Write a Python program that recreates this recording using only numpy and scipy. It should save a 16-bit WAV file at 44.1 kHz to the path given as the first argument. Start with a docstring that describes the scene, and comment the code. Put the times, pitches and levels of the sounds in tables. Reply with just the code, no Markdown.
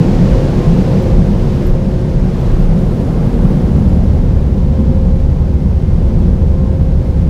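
"""Under the car wash dryers

Inside a closed car rolling out of a car wash, air jets shake the windscreen and doors,
make the cabin boom, then drum on the roof. The rush of air and spray dulls as the jets
move toward the back. Gusts moan, two blower fans hum and whine through the glass, and
water beads tick on it. The loudest thumps overload the microphone."""
import sys
import numpy as np
from scipy import signal
from scipy.fft import rfft, irfft
from scipy.io import wavfile
from scipy.ndimage import uniform_filter1d

SR = 44100
rng = np.random.default_rng(int(sys.argv[2]) if len(sys.argv) > 2 else 0)


def log_audio(samples):
    """Write samples as a 16-bit WAV file to the path given in sys.argv[1]."""
    # one column per channel
    frames = np.atleast_2d(samples).T
    # limit to full scale, then quantise
    limited = np.clip(frames, -1, 1)
    pcm = np.round(limited * 32767).astype(np.int16)
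    wavfile.write(sys.argv[1], SR, pcm)


N = 321489
TIME = np.arange(N) / SR
FREQS = np.maximum(np.fft.rfftfreq(N, 1 / SR), 1)

# The notes each part of the car rings at (pitch [Hz], width [Hz], relative level [dB])
CABIN_NOTES = [(30.7, 18, 4), (43.3, 6.3, 0)]
ROOF_NOTES = [(66.1, 22.2, -3.5), (82.4, 23.3, -9)]
WINDSCREEN_NOTES = [(161.8, 25.4, 0), (185.7, 22.1, 0.0072)]
DOOR_NOTES = [(101.8, 29.8, 0.5), (117.6, 11, -1), (136.8, 40, 3.5), (205.1, 18.3, -5), (231.6, 51, -5),
              (267, 57, -12)]
# Pushes of air that thump the cabin or jolt the windscreen (start [s], length [s], relative level [dB])
CABIN_THUMPS = [(0.27, 0.1, -9.5), (0.666, 0.04, -9), (1.102, 0.091, -5.5), (1.649, 0.071, -3.5),
                (2.132, 0.084, -10.5), (2.46, 0.25, -9), (2.83, 0.038, -10), (3.947, 0.038, -14),
                (4.183, 0.058, -8.5), (6.155, 0.38, -14)]
WINDSCREEN_SHUDDERS = [(0.177, 0.091, -15), (0.56, 0.038, -18), (0.68, 0.049, -9.5), (0.956, 0.033, -10),
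                       (1.128, 0.029, -11.5), (1.193, 0.029, -9), (1.296, 0.038, -9.5), (1.87, 0.02, -11),
                       (2.749, 0.036, -11.5), (3.441, 0.019, -6.5), (3.8, 0.025, -7.5)]
# The weakening stream on the glass (time [s], air strength [dB], spray level [dB], mist level [dB])
STREAM_ON_GLASS = [(0.1, -23, -36.5, -54), (0.26, -23, -35.5, -53.5), (1.11, -23.5, -37.5, -53.5),
                   (1.15, -25, -39.5, -55), (1.66, -25, -39.5, -54), (1.72, -26, -42.5, -57),
                   (1.9, -26.5, -42, -57), (2.24, -27, -42, -58), (2.26, -26, -42, -56),
                   (2.37, -26.5, -40.5, -55), (2.77, -25.5, -42.5, -54.5), (3.58, -25.5, -42.5, -54.5),
                   (4.61, -27.5, -45.5, -59.5), (4.91, -27.5, -45, -59.5), (5.69, -29, -47, -60),
                   (6.05, -28, -45.5, -59), (6.66, -28, -47, -60), (7.2, -29, -46, -59)]
# The tone of the air, the spray and the fine mist (frequency [Hz], relative level [dB])
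AIR_COLOUR = [(230, -12), (320, 1.5), (380, 2.5), (420, -2), (465, 2), (520, -1), (600, -6), (670, -8.5),
              (930, -13), (1150, -19.5), (1500, -24.5), (2300, -48.5)]
SPRAY_COLOUR = [(1000, -3), (1700, 3), (2100, 1), (2450, -0.5), (3300, -2.5), (4000, -4), (5200, -6),
                (6500, -10.5), (8300, -17), (11000, -31)]
MIST_COLOUR = [(6000, -4.5), (8300, -4.5), (10000, -1.5), (12000, -7), (15500, -8)]
# Gusts along the car (peak time [s], half length [s], pitch [Hz], width [Hz], level [dB])
STRAY_GUSTS = [(0.047, 0.27, 255, 89.5, -21.5), (2.478, 0.27, 856, 700, -38), (3.35, 0.33, 900, 900, -39),
               (3.76, 0.46, 226, 55, -20), (4.004, 0.035, 680, 160, -32), (4.85, 0.21, 217.4, 49.7, -18.5),
               (6.25, 0.042, 1400, 2450, -49), (6.302, .35, 225, 50, -24)]
# Swells in the faster fan's whine (peak time [s], half length [s], level [dB])
FAN_SWELLS = [(0.317, .17, -26.5), (1.03, 0.2, -28.5), (1.85, 0.26, -33.5), (4.964, 0.31, -31.5),
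              (6.734, .38, -36)]
# Higher tones of the faster fan (pitch [times the fan's pitch], level [dB])
FAN_OVERTONES = [(3, -60.5), (4, -61)]
# Beads of water on the glass
# (start [s], pitch [Hz], half length [s], pitch rise [share per half length], roughness [Hz], peak [dB])
WATER_BEADS = [(1.024, 13000, .012, 0, 6950, -45), (1.664, 12100, .014, 0, 3000, -43),
               (1.671, 13400, .014, 0.0074, 6000, -44), (1.700, 12600, .006, 0, 3000, -45),
               (2.39, 14000, .05, .02, 1000, -56), (2.592, 14550, .02, .01, 1000, -49),
               (4.56, 12000, .04, .01, 1500, -59)]


def car_body():
    """The jets pump the cabin air, shake the windscreen and doors, then move on to drum on the roof."""
    boom = undb(-16.5 + 2.5 * drift(rate=4))
    thumps = undb(-0.5) * pushes(CABIN_THUMPS, edge_s=0.033)
    shudders = undb(2) * pushes(WINDSCREEN_SHUDDERS, edge_s=0.04)
    throb = unit(undb(3 * drift(rate=6))) * follow_air(full_db=-16, slope=0.9)
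    roof_reached_s = 3.67
    on_roof = 0.5 + 0.5 * np.tanh((TIME - roof_reached_s) / 0.15)  # rises smoothly from 0 to 1
    arrival = swell(roof_reached_s + 0.27, 0.23)  # the drumming is hardest just after the jets arrive
    cabin = ringing(CABIN_NOTES, steady_s=0.074) * np.hypot(boom, thumps)
    roof = ringing(ROOF_NOTES, steady_s=0.16) * undb(-20 + 8 * on_roof + 1.5 * arrival)
    windscreen = ringing(WINDSCREEN_NOTES, steady_s=0.1) * np.hypot(throb, shudders)
    door_gain = follow_air(full_db=-14, slope=1) * undb(0.86 * on_roof)
    doors = ringing(DOOR_NOTES, steady_s=0.29) * door_gain
    return cabin + roof + windscreen + doors


def air_and_spray():
    """Air rushes over the glass and throws spray and mist at it; the same swirls make all three flutter."""
    swirls = undb(0.25 * drift(rate=25))
    air = colour(rng.standard_normal(N), AIR_COLOUR) * follow_air(full_db=-21.5, slope=1.53)
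    spray_noise = rng.standard_normal(N) + undb(-11) * droplets(per_second=2500, spread_db=4)
    mist_noise = rng.standard_normal(N) + undb(-7.5) * droplets(per_second=840, spread_db=0.5)
    _, spray_db, mist_db = curves(STREAM_ON_GLASS)
    spray = colour(spray_noise, SPRAY_COLOUR) * undb(spray_db)
    mist = colour(mist_noise, MIST_COLOUR) * undb(mist_db)
    return (air + spray + mist) * swirls


def droplets(per_second, spread_db):
    """Drops hit at random moments, most of them tiny and a few large."""
    hits = (rng.random(N) < per_second / SR) * rng.standard_normal(N)
    size_db = spread_db * np.minimum(rng.exponential(size=N), 5)
    return unit(hits * undb(size_db))


def gusts():
    """Stray gusts moan or swish along the car, each swelling and dying away."""
    return sum(ringing([(hz, width, 0)], steady_s=0.092) * undb(db) * swell(peak_s, half_s)
               for peak_s, half_s, hz, width, db in STRAY_GUSTS)


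def blowers():
    """The faster fan whines in swells; the slower one hums loudest as the car rolls past it."""
    fast_hz, slow_hz = 527.3, 360.5
    swells = sum(undb(db) * swell(peak_s, half_s) for peak_s, half_s, db in FAN_SWELLS)
    whine = fan_tone(fast_hz, wander_hz=0.6, wander_rate=7, flutter_db=1) * (undb(-40) + swells)
    octave = fan_tone(2 * fast_hz, wander_hz=1.1, wander_rate=14, flutter_db=5.5)
    octave *= follow_air(full_db=-44.5, slope=2.5)
    hum_gain = undb(-37) + undb(-30.5) * swell(peak_s=1.48, half_s=1.06)
    hum = fan_tone(slow_hz, wander_hz=0.6, wander_rate=5.8, flutter_db=1) * hum_gain
    overtones = sum(undb(db) * fan_tone(k * fast_hz, wander_hz=2.2, wander_rate=8.6, flutter_db=2.5)
                    for k, db in FAN_OVERTONES)
    return whine + octave + hum + overtones


def water_beads():
    """Each bead ticks or squeaks on the glass: a short, rough, very high ring that swells and fades."""
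    out = np.zeros(N)
    for start_s, hz, half_s, rise, rough_hz, db in WATER_BEADS:
        age = np.arange(int(2 * half_s * SR)) / (half_s * SR)  # runs from 0 to 2
        pitch = hz * (1 + rise * age) + rough_hz * rng.standard_normal(SR)[:len(age)]
        ring = np.sin(2 * np.pi * np.cumsum(pitch) / SR) * np.sqrt(age) * np.exp(-2.5 * age)
        start = int(start_s * SR)
        out[start:start + len(age)] += undb(db) * ring / np.abs(ring).max()
    return out


def ringing(notes, steady_s):
    """Swirling air makes each note ring; loudness changes slower than steady_s are evened out."""
    spectrum = 0
    for hz, width, db in notes:
        resonance = 1 / (1 + 1j * hz / width * (FREQS / hz - hz / FREQS))
        spectrum = spectrum + undb(db) * resonance ** 2 * rfft(rng.standard_normal(N))
    ring = unit(irfft(spectrum, N))
    power = uniform_filter1d(np.abs(signal.hilbert(ring)) ** 2, int(steady_s * SR))
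    return unit(ring / np.sqrt(power))


def fan_tone(hz, wander_hz, wander_rate, flutter_db):
    """Spinning blades make a tone, and rough air bends its pitch and loudness."""
    pitch = hz + wander_hz * drift(wander_rate)
    phase = 2 * np.pi * np.cumsum(pitch) / SR
    return unit(np.sin(phase) * undb(flutter_db * drift(rate=4.2)))


def follow_air(full_db, slope):
    """A gain that is full_db when the air strength is -24 dB and moves slope dB for each dB of air."""
    air_db, _, _ = curves(STREAM_ON_GLASS)
    return undb(full_db + slope * (air_db + 24))


def pushes(table, edge_s):
    """A gain that rises, holds and falls for each push; each ramp takes edge_s."""
    return sum(undb(db) * np.clip(0.5 + np.minimum(TIME - start, start + length - TIME) / edge_s, 0, 1)
               for start, length, db in table)


def swell(peak_s, half_s):
    """A bell-shaped rise and fall."""
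    return np.exp(-((TIME - peak_s) / half_s) ** 2)


def drift(rate):
    """A smooth random wobble of size about 1 that changes roughly rate times a second."""
    return unit(irfft(rfft(rng.standard_normal(N)) * np.exp(-(FREQS / rate) ** 2), N))


def colour(x, outline):
    """Shape the lows and highs of a sound to an outline, fading steeply beyond its ends."""
    hz, db = np.transpose(outline)
    shape = undb(np.interp(np.log(FREQS), np.log(hz), db))
    ends = np.minimum(FREQS / hz[0], 1) ** 4 * np.minimum(hz[-1] / FREQS, 1) ** 4
    return unit(irfft(rfft(x) * shape * ends, N))


def curves(table):
    """Join a table's timed rows with straight lines, giving one value per sample."""
    times, *columns = np.transpose(table)
    return [np.interp(TIME, times, column) for column in columns]


def undb(db):
    """Turn decibels into a gain, the number a sound is multiplied by."""
    return 10 ** (np.asarray(db) / 20)


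def unit(x):
    """Scale a signal so its average strength (rms) is 1."""
    return x / np.sqrt(np.mean(x ** 2))


def scene():
    """Everything as heard from the front seat, in one channel."""
    return (car_body() + air_and_spray() + gusts() + blowers() + water_beads())[None]


def record(dry):
    """The microphone drops the deepest rumble, clips the biggest thumps and cuts the highest treble."""
    rumble_cut = signal.butter(4, 22, "high", fs=SR, output="sos")
    treble_cut = signal.ellip(12, 0.1, 80, 15650, fs=SR, output="sos")
    clipped = np.clip(signal.sosfilt(rumble_cut, dry), -1, 1)
    return signal.sosfilt(treble_cut, clipped)


dry = scene()
out = record(dry)
log_audio(out)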